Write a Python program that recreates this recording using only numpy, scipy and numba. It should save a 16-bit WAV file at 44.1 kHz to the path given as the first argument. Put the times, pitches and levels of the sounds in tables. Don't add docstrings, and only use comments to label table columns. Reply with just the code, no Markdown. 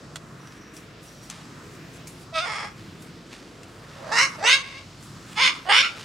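import sys
import numpy as np
from scipy import signal
from scipy.fft import rfft, irfft, next_fast_len
from scipy.io import wavfile
from scipy.ndimage import uniform_filter1d
from numba import njit

SR = 44100
rng = np.random.default_rng(int(sys.argv[2]) if len(sys.argv) > 2 else 0)


def natural_amplitude(level_db):
    exponent = np.asarray(level_db, float) / 20
    return 10 ** exponent


def log_audio(samples):
    frames = np.atleast_2d(samples).T
    limited = np.clip(frames, -1, 1)
    pcm = np.round(limited * 32767).astype(np.int16)
    wavfile.write(sys.argv[1], SR, pcm)


N = 266364


def rms_one(x):
    return x / np.sqrt(np.mean(x ** 2) + 1e-20)


def in_time(rows):
    s, *columns = np.transpose(rows)
    return [np.interp(np.arange(N) / SR, s, c) for c in columns]


def in_spans(tables, fade_s):
    t = np.arange(N) / SR
    gates = []
    for rows in tables:
        inside_s = np.minimum(t - rows[0][0], rows[-1][0] - t)
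        gates.append(np.clip(1 + inside_s / fade_s, 0, 1))
    return [np.max(gates, axis=0)] + in_time([row for rows in tables for row in rows])


def at_hz(points, hz):
    return np.interp(np.log(hz), np.log(np.array(points)[:, 0]), np.array(points)[:, 1])


def band(x, low_hz, high_hz, order=2):
    return signal.sosfilt(signal.butter(order, [low_hz, min(high_hz, .45 * SR)], "band", fs=SR, output="sos"), x)


def drift(rate_hz):
    r = np.exp(-2 * np.pi * rate_hz / SR)
    return rms_one(signal.lfilter([1], [1, -2 * r, r * r], rng.standard_normal(N + SR))[SR:])


def evened(x, span_s):
    return x / np.sqrt(uniform_filter1d(x ** 2, int(span_s * SR)) + 1e-12)


def panned(x, lr_db):
    return np.array([x * natural_amplitude(lr_db / 2), x * natural_amplitude(-lr_db / 2)])


@njit
def resonate(x, w, r):
    y = np.zeros(len(x))
    for i in range(2, len(x)):
        y[i] = (1 - r * r) / 2 * (x[i] - x[i - 2]) + 2 * r * np.cos(w[i]) * y[i - 1] - r * r * y[i - 2]
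    return y


# (f/Hz, likeness [0-1])
LIKENESS = [(60, 0.95), (180, 0.99), (550, 0.86), (1650, 0.59), (4970, 0.75), (15000, 1)]


def banded_noise(spectrum, white, patchy_db):
    out, together = 0, drift(1.5)
    edges = 22 * 2 ** np.arange(0, 10, .5)
    for k, (low, high) in enumerate(zip(edges, edges[1:])):
        mid, side = band(white[k % 2], low, high)
        hz = np.sqrt(low * high)
        alike = np.clip(at_hz(LIKENESS, hz), 0, .995)
        flicker = 0.6 * together + np.roll(together, 9001 * k)
        gain = natural_amplitude(at_hz(spectrum, hz) + patchy_db * flicker)
        out = out + gain * (np.sqrt(1 + alike) * mid + np.sqrt(1 - alike) * side * [[1], [-1]])
    return rms_one(out)


# (f/Hz, level/dB [per Hz])
AIR = [(13, -47), (22, -34), (109, 2), (152, 3.5), (189, -2.5), (278, -0.5), (457, -8.5), (690, -10.5),
       (792, -17.5), (1130, -10), (1970, -15), (3920, -22), (5930, -19), (8260, -36), (16000, -41)]


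def open_air():
    return natural_amplitude(-46) * banded_noise(AIR, rng.standard_normal((2, 2, N)), patchy_db=2.0)


def hum():
    return natural_amplitude(-61 + 1.0 * drift(3.3)) * np.sin(2 * np.pi * 51 * np.arange(N) / SR)


# (f/Hz, level/dB [per Hz])
RUSTLE_COLOUR = [(2940, -39), (5000, -4), (7130, 0), (10800, -6), (16000, -17)]
# (t/s, bright level/dB, dull level/dB, rise/s, fall/s [both over 30 dB])
STIRS = [(0.0, -48, -52, .03, .03), (.16, -49, -58, .11, .12), (.572, -48, -52, 0.74, .08),
         (.74, -39, -58, .02, 0.25), (.772, -39, -49, 0.059, .1), (1.034, -37.5, -64, 0.038, 0.66),
         (1.23, -34.5, -51, .03, 0.27), (1.302, -43, -37.5, 0.021, 0.32), (1.645, -48, -55, .03, 0.28),
         (1.758, -42.5, -64, 0.21, 0.054), (1.958, -42, -67, .13, .09), (2.075, -34, -65, 0.011, 0.13),
         (2.22, -45, -57, .2, 0.11), (2.78, -68, -46.5, 0.05, 0.47), (3.022, -41.5, -63, 0.057, 0.17),
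         (3.33, -56, -41.5, 0.078, 0.38), (4.3, -39.5, -62, .1, 0.25), (3.742, -50, -66, 0.74, 0.55),
         (3.952, -64, -46, 0.5, 1), (5.036, -42, -64, .09, .2), (5.33, -45, -40.5, 0.16, 0.14),
         (6.034, -53, -43, 0.082, .3), (6.001, -70, -38, 0.15, 0.26)]
# (t/s, level/dB)
BRUSH_BED = [(0, -83), (2.7, -62), (2.9, -52), (4.3, -52), (4.9, -53), (6.04, -42)]


def rustle():
    t = np.arange(N) / SR
    bright, dull = 0, natural_amplitude(in_time(BRUSH_BED)[0])
    for s, bright_db, dull_db, rise_s, fall_s in STIRS:
        swell = natural_amplitude(-30 * np.maximum((s - t) / max(rise_s, .004), (t - s) / max(fall_s, .004)))
        bright = np.hypot(bright, natural_amplitude(bright_db) * swell)
        dull = np.hypot(dull, natural_amplitude(dull_db) * swell)
    shape = (2, 2, N)
    snapped = rng.random(shape) < 5000 / SR
    snaps = snapped * natural_amplitude(0.63 * rng.exponential(1, shape)) * rng.standard_normal(shape)
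    brushing = panned(rms_one(band(snaps[0, 0], 670, 5020)), -1.3)
    snapping = banded_noise(RUSTLE_COLOUR, snaps, patchy_db=2.5)
    return bright * natural_amplitude(-14.5) * snapping + dull * natural_amplitude(-6.5) * brushing


# (t/s, peak level/dB, ring f/Hz, level below 3 kHz/dB, left-right/dB)
TICKS = [(0.157, -24.5, 3350, -33.5, -5), (0.4717, -42, 5930, -47.5, -0.5), (0.5217, -46, 2420, -47, -4),
         (0.5753, -48, 1670, -57, 0.0), (0.765, -31.5, 5680, -58, 3), (1.2987, -24, 6150, -39, 3),
         (2.0706, -34, 2300, -51, 0.0), (2.208, -46, 1660, -65, 0.0), (2.232, -46, 9000, -62, -3),
         (3.022, -38, 1500, -65, 0.0), (3.3288, -46, 2610, -41.5, 4.5), (3.631, -36, 2720, -50, 4),
         (5.0258, -37, 1500, -57, 0.0)]


def ticks():
    out, t = np.zeros((2, N)), np.arange(2000) / SR
    fast, slow = np.exp(-t / .003), np.exp(-t / .012)
    for (s, peak_db, hz, low_db, lr_db), noise in zip(TICKS, rng.standard_normal((len(TICKS), 2, 2000))):
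        ring = 0.42 * np.sin(2 * np.pi * hz * t)
        crack = (band(noise[0], 3900, 8300) + ring) * (fast + 0.19 * slow)
        knock = band(noise[1], 550, 4440) * (fast + 0.21 * slow)
        hit = natural_amplitude(peak_db - 4.0) * crack + natural_amplitude(low_db + 8) * knock
        hit[380:] += .4 * hit[:-380]
        out[:, round((s + .001) * SR):][:, :2000] += panned(hit, lr_db)
    return out


# (t/s, length/s, f/Hz, level/dB)
TRILLS = [
    (0.416, 0.39, 5740, -60),
    (1.074, 0.24, 5700, -60.5),
]


def trill():
    sag_hz_per_s, fade_db = 550, 2
    lines = []
    for s, length, hz, db in TRILLS:
        lines.append([(s + u * length, hz - sag_hz_per_s * (u - .5) * length, db - fade_db * (u - .5))
                      for u in (0, 1)])
    gate, hz, level_db = in_spans(lines, fade_s=0.026)
    blurred = resonate(rng.standard_normal(N), 2 * np.pi * hz / SR, np.exp(-np.pi * 190 / SR))
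    return gate * natural_amplitude(level_db - 2 + 2.5 * drift(25.0)) * rms_one(blurred)


# (t/s, pulse rate f/Hz, roughness [0-1])
SYRINX = [(2.33, 655, .08), (2.39, 634, .1), (2.41, 680, .22), (2.455, 722, .28), (2.465, 860, .42),
          (2.75, 850, .38), (3.95, 520, .7), (4.1, 600, .6), (4.125, 890, .3), (4.17, 920, .3),
          (4.22, 1030, .34), (4.33, 1100, .7), (4.39, 560, .5), (4.44, 860, .33), (4.5, 1030, .24),
          (4.55, 1100, .25), (4.62, 1075, .4), (4.82, 1095, .3), (5.35, 840, .2), (5.39, 870, .3),
          (5.42, 1080, .38), (5.46, 1010, .25), (5.5, 1080, .6), (5.62, 1100, .85), (5.65, 680, .4),
          (5.7, 820, .28), (5.73, 900, .5), (5.82, 1100, .5), (5.83, 1385, .28), (6.0, 1330, .8)]


def syrinx(weak):
    per_s, rough = in_time(SYRINX)
    phase = np.cumsum(per_s * (1 + .15 * rough * drift(250.0))) / SR
    cycle = np.floor(phase)
    late = np.clip((phase - cycle) * SR / per_s, 0, 1)
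    fired = np.diff(cycle, prepend=0) > 0
    flutter_db = rough * (5 * drift(600.0) + 3 * drift(120.0))
    strength = (1 - weak * (cycle % 2)) * natural_amplitude(flutter_db)
    pulses = fired * strength * (1 - late) + np.roll(fired * strength * late, -1)
    leak = rng.standard_normal(N) * np.exp(-2 * (phase - cycle)) * strength * np.sqrt(per_s / SR)
    return np.sqrt(1 - .8 * rough) * pulses + 1.9 * rough * leak


def scattered(x):
    for lag in (7, 19, 31):
        a = np.zeros(lag + 1)
        a[[0, lag]] = 1, -.42
        x = signal.lfilter(a[::-1], a, x)
    return x


# (t/s, effort level/dB, beak opening [0-1])
FIRST_BOUT = [
    [(2.33, -61, 0.2), (2.344, -42, 0.7), (2.36, -36, 0.72), (2.388, -30.5, 0.75), (2.41, -38.5, 0.89),
     (2.45, -38.5, 0.68)],
    [(2.455, -37.5, .45), (2.569, -38, 0.58), (2.657, -42, 0.43), (2.73, -66, 0.8)],
]
SECOND_BOUT = [
    [(3.96, -75, 0), (4.026, -59, 0.08), (4.113, -43.5, 0.25), (4.123, -29, 0.38), (4.155, -26.5, 0.44),
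     (4.188, -18, 0.72), (4.24, -21.5, 0.79), (4.312, -51.5, 0.84), (4.36, -48, 0.57)],
    [(4.385, -51, 0.14), (4.423, -45, 0), (4.44, -28.5, 0.07), (4.474, -19, 0.61), (4.536, -18, 0.96),
     (4.588, -37, .8), (4.62, -41, 0.77)],
    [(4.63, -43.5, 0.5), (4.716, -46, 0.5), (4.76, -45.5, 0.23), (4.784, -46, 0.7), (4.84, -61, 0)],
]
THIRD_BOUT = [
    [(5.362, -45, 0.65), (5.378, -30, 0.42), (5.41, -23, 0.39), (5.43, -20.5, 0.63), (5.476, -21, 0.61),
     (5.522, -39.5, 0.65), (5.63, -59.5, 0.7)],
    [(5.655, -51, 0.17), (5.675, -44, 0), (5.684, -44, 0), (5.695, -24.5, 0.1), (5.718, -19.5, 0.27),
     (5.726, -19, 0.51), (5.788, -18.5, 0.91), (5.82, -22, 0.87)],
    [(5.825, -27, 1.05), (5.849, -25, 0.73), (5.937, -52.5, 1.1), (5.98, -52, 0.87)],
]
CALLS_MADE = FIRST_BOUT + SECOND_BOUT + THIRD_BOUT


def per_call(table):
    held = []
    for rows, row in zip(CALLS_MADE, table):
        held += [(rows[0][0], *row), (rows[-1][0], *row)]
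    return np.array(in_time(held))


# (low edge f/Hz, high edge f/Hz, resonance width/Hz, valley level/dB, share of left-right shift [0-1])
THROAT = [
    (487, 1700, 555, -12.5, 0.42),
    (1500, 2840, 600, -8, 0.69),
    (3280, 4600, 360, -4, 1),
    (4560, 9080, 960, -12.5, 0.34),
]
# (second, third, fourth, fifth throat resonance f/Hz, highest beak resonance f/Hz)
POSTURE = [(2270, 2670, 3590, 4900, 8200), (2020, 2750, 3330, 5260, 8700), (1910, 2870, 3940, 5210, 7300),
           (2090, 2780, 3690, 5100, 7700), (2240, 2740, 3700, 5000, 8000), (2230, 2940, 3490, 5180, 8800),
           (2090, 3000, 3500, 5150, 9000), (2140, 3000, 3580, 5160, 9800)]
# (low, upper, top band over the middle one/dB, third resonance share/dB, highest resonance/dB)
COLOUR = [(5, -3, -8, -6, -28), (-3.5, -9, -7, -25, -17), (-2.5, -10, -7.5, -2, -12),
          (-4.5, -6, -6, -1, -13.5), (-15.5, -7.5, -12, -3, -22), (-5.5, -5, -9, -3, -18),
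          (-3.5, -8.5, -11, -1, -12), (-1.5, -8, -13.5, -5, -28)]
# (weak second pulse [0-1], left-right/dB, lower beak level/dB, crop level/dB, reach of slide [ratio])
HEAD = [(0.34, -3, -9, 11.5, 0.47), (0.5, -1.5, -14, -2, .6), (0.44, -3.5, -6, -5.5, 1.3),
        (0.53, -1, 0, -1, 0.67), (.7, 1, -6, -22, .5), (0.58, -2, -6.5, -28, .6),
        (0.65, -4.5, -14, -18.5, 1.03), (0.14, 1, -9, -25, 0.51)]
# (beak shut f/Hz, beak open f/Hz, depth [0-1], lower beak resonance f/Hz)
NOSE = [(4300, 4350, 0.28, 5900), (5950, 5200, 0.17, 6750), (2700, 3500, 0.72, 6120), (2720, 6180, 1, 5950),
        (6000, 6600, 0.1, 6040), (6250, 7200, 0, 6380), (7300, 6500, 0, 6960), (4400, 4000, 0.24, 6640)]
SLIDE_WITH_OPENING = (0.31, 0.013, 0.062, 0.16, 0.058, 0.14)
GAIN_WITH_OPENING_DB = (-14, 8, 6, 0, -23)
GAIN_PER_EFFORT_DB = (-0.32, -0.072, -0.13, -0.0077, 0.34)


def squawks():
    gate, middle_db, opening = in_spans(CALLS_MADE, fade_s=.008)
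    from_half = opening - .5
    weak, lr_db, sixth_db, crop_db, reach = per_call(HEAD)
    shut_hz, open_hz, depth, sixth_hz = per_call(NOSE)

    peak_db, = per_call([[max(db for s, db, o in rows)] for rows in CALLS_MADE])
    weak = np.clip(weak * (2 + (middle_db - peak_db) / 33), 0, .95)
    progress, = in_time([row for rows in CALLS_MADE for row in ((rows[0][0], -.5), (rows[-1][0], .5))])
    lr_db = lr_db + 8 * progress

    f1 = 673 + (1362 - 673) * opening
    crop_hz = 477 + (714 - 477) * opening
    rest = np.insert(per_call(POSTURE), 4, sixth_hz, axis=0)
    f2, f3, f4, f5, f6, f7 = rest * (1 + np.outer(SLIDE_WITH_OPENING, reach * from_half))

    crop_db = crop_db - 60 * from_half
    colour = per_call(COLOUR) + np.outer(GAIN_WITH_OPENING_DB, from_half)
    low, upper, top, third_db, seventh_db = colour + np.outer(GAIN_PER_EFFORT_DB, middle_db + 25)
    second_db = 10 * np.log10(np.clip(1 - natural_amplitude(third_db) ** 2, .05, 1))
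    modes = [[(f1, 0), (crop_hz, crop_db)],
             [(f2, second_db), (f3, third_db)],
             [(f4, 0)],
             [(f5, 0), (f6, sixth_db), (f7, seventh_db)]]

    source, voice = scattered(syrinx(weak)), 0
    for throat_band, rings, rel_db in zip(THROAT, modes, (low, 0, upper, top)):
        low_hz, high_hz, width_hz, valley_db, share = throat_band
        flat = band(source, low_hz, high_hz, order=3)
        r = np.exp(-np.pi * width_hz / SR)
        part = natural_amplitude(valley_db) * flat
        for hz, ring_db in rings:
            w = 2 * np.pi * hz / SR
            part = part + natural_amplitude(ring_db) * resonate(resonate(flat, w, r), w, r)
        voice = voice + panned(evened(part, span_s=0.0222) * natural_amplitude(middle_db + rel_db), share * lr_db)

    nose = 2 * np.pi * (shut_hz + (open_hz - shut_hz) * opening) / SR
    nose_r = np.exp(-np.pi * 750 / SR)
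    for _ in range(2):
        voice = voice - np.clip(depth, 0, 1) * [resonate(side, nose, nose_r) for side in voice]
    return gate * voice


# (delay to left port t/s, delay to right port t/s, level/dB)
ECHOES = [
    (.0009, 0.0036, -15),
    (.0061, 0.0092, -5),
]


def lawn_and_fence(voice):
    near = 0
    for *lags, db in ECHOES:
        near = near + natural_amplitude(db) * np.array([np.roll(side, round(s * SR)) for side, s in zip(voice, lags)])
    return near


def yard(x):
    t60_s, wall_cut_hz = 0.55, 2760
    size = next_fast_len(N + SR)
    w = 2 * np.pi * np.arange(size // 2 + 1) / size
    dull = 1 / (1 + 1j * w * SR / (2 * np.pi * wall_cut_hz))
    spectrum, out = rfft(x, size), np.zeros((2, N))
    for side, lags in enumerate(rng.uniform(.012, .05, (2, 6)) * SR):
        loops = [dull * natural_amplitude(-60 * lag / SR / t60_s) * np.exp(-1j * w * lag) for lag in lags]
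        out[side] = irfft(spectrum * sum(g / (1 - g) for g in loops), size)[:N]
    return out


def scene():
    voice = squawks()
    birds = voice + lawn_and_fence(voice) + natural_amplitude(-18) * yard(voice.mean(axis=0))
    return open_air() + hum() + rustle() + ticks() + panned(trill(), -1.5) + birds


def top_cut(x):
    return signal.sosfilt(signal.butter(12, 15760, fs=SR, output="sos"), x)


def record(dry):
    treble = np.roll(band(dry.mean(axis=0), 10700, 15000, order=3), 60)
    ports = dry + natural_amplitude(-1) * treble * [[1], [-1]]
    thin = signal.sosfilt(signal.butter(4, 36.0, "high", fs=SR, output="sos"), ports)
    rounded = 1.205 * np.tanh(thin)
    mix = signal.sosfilt(signal.cheby2(12, 70, 17500, fs=SR, output="sos"), rounded)
    return top_cut(mix)


dry = scene()
out = record(dry)
log_audio(out)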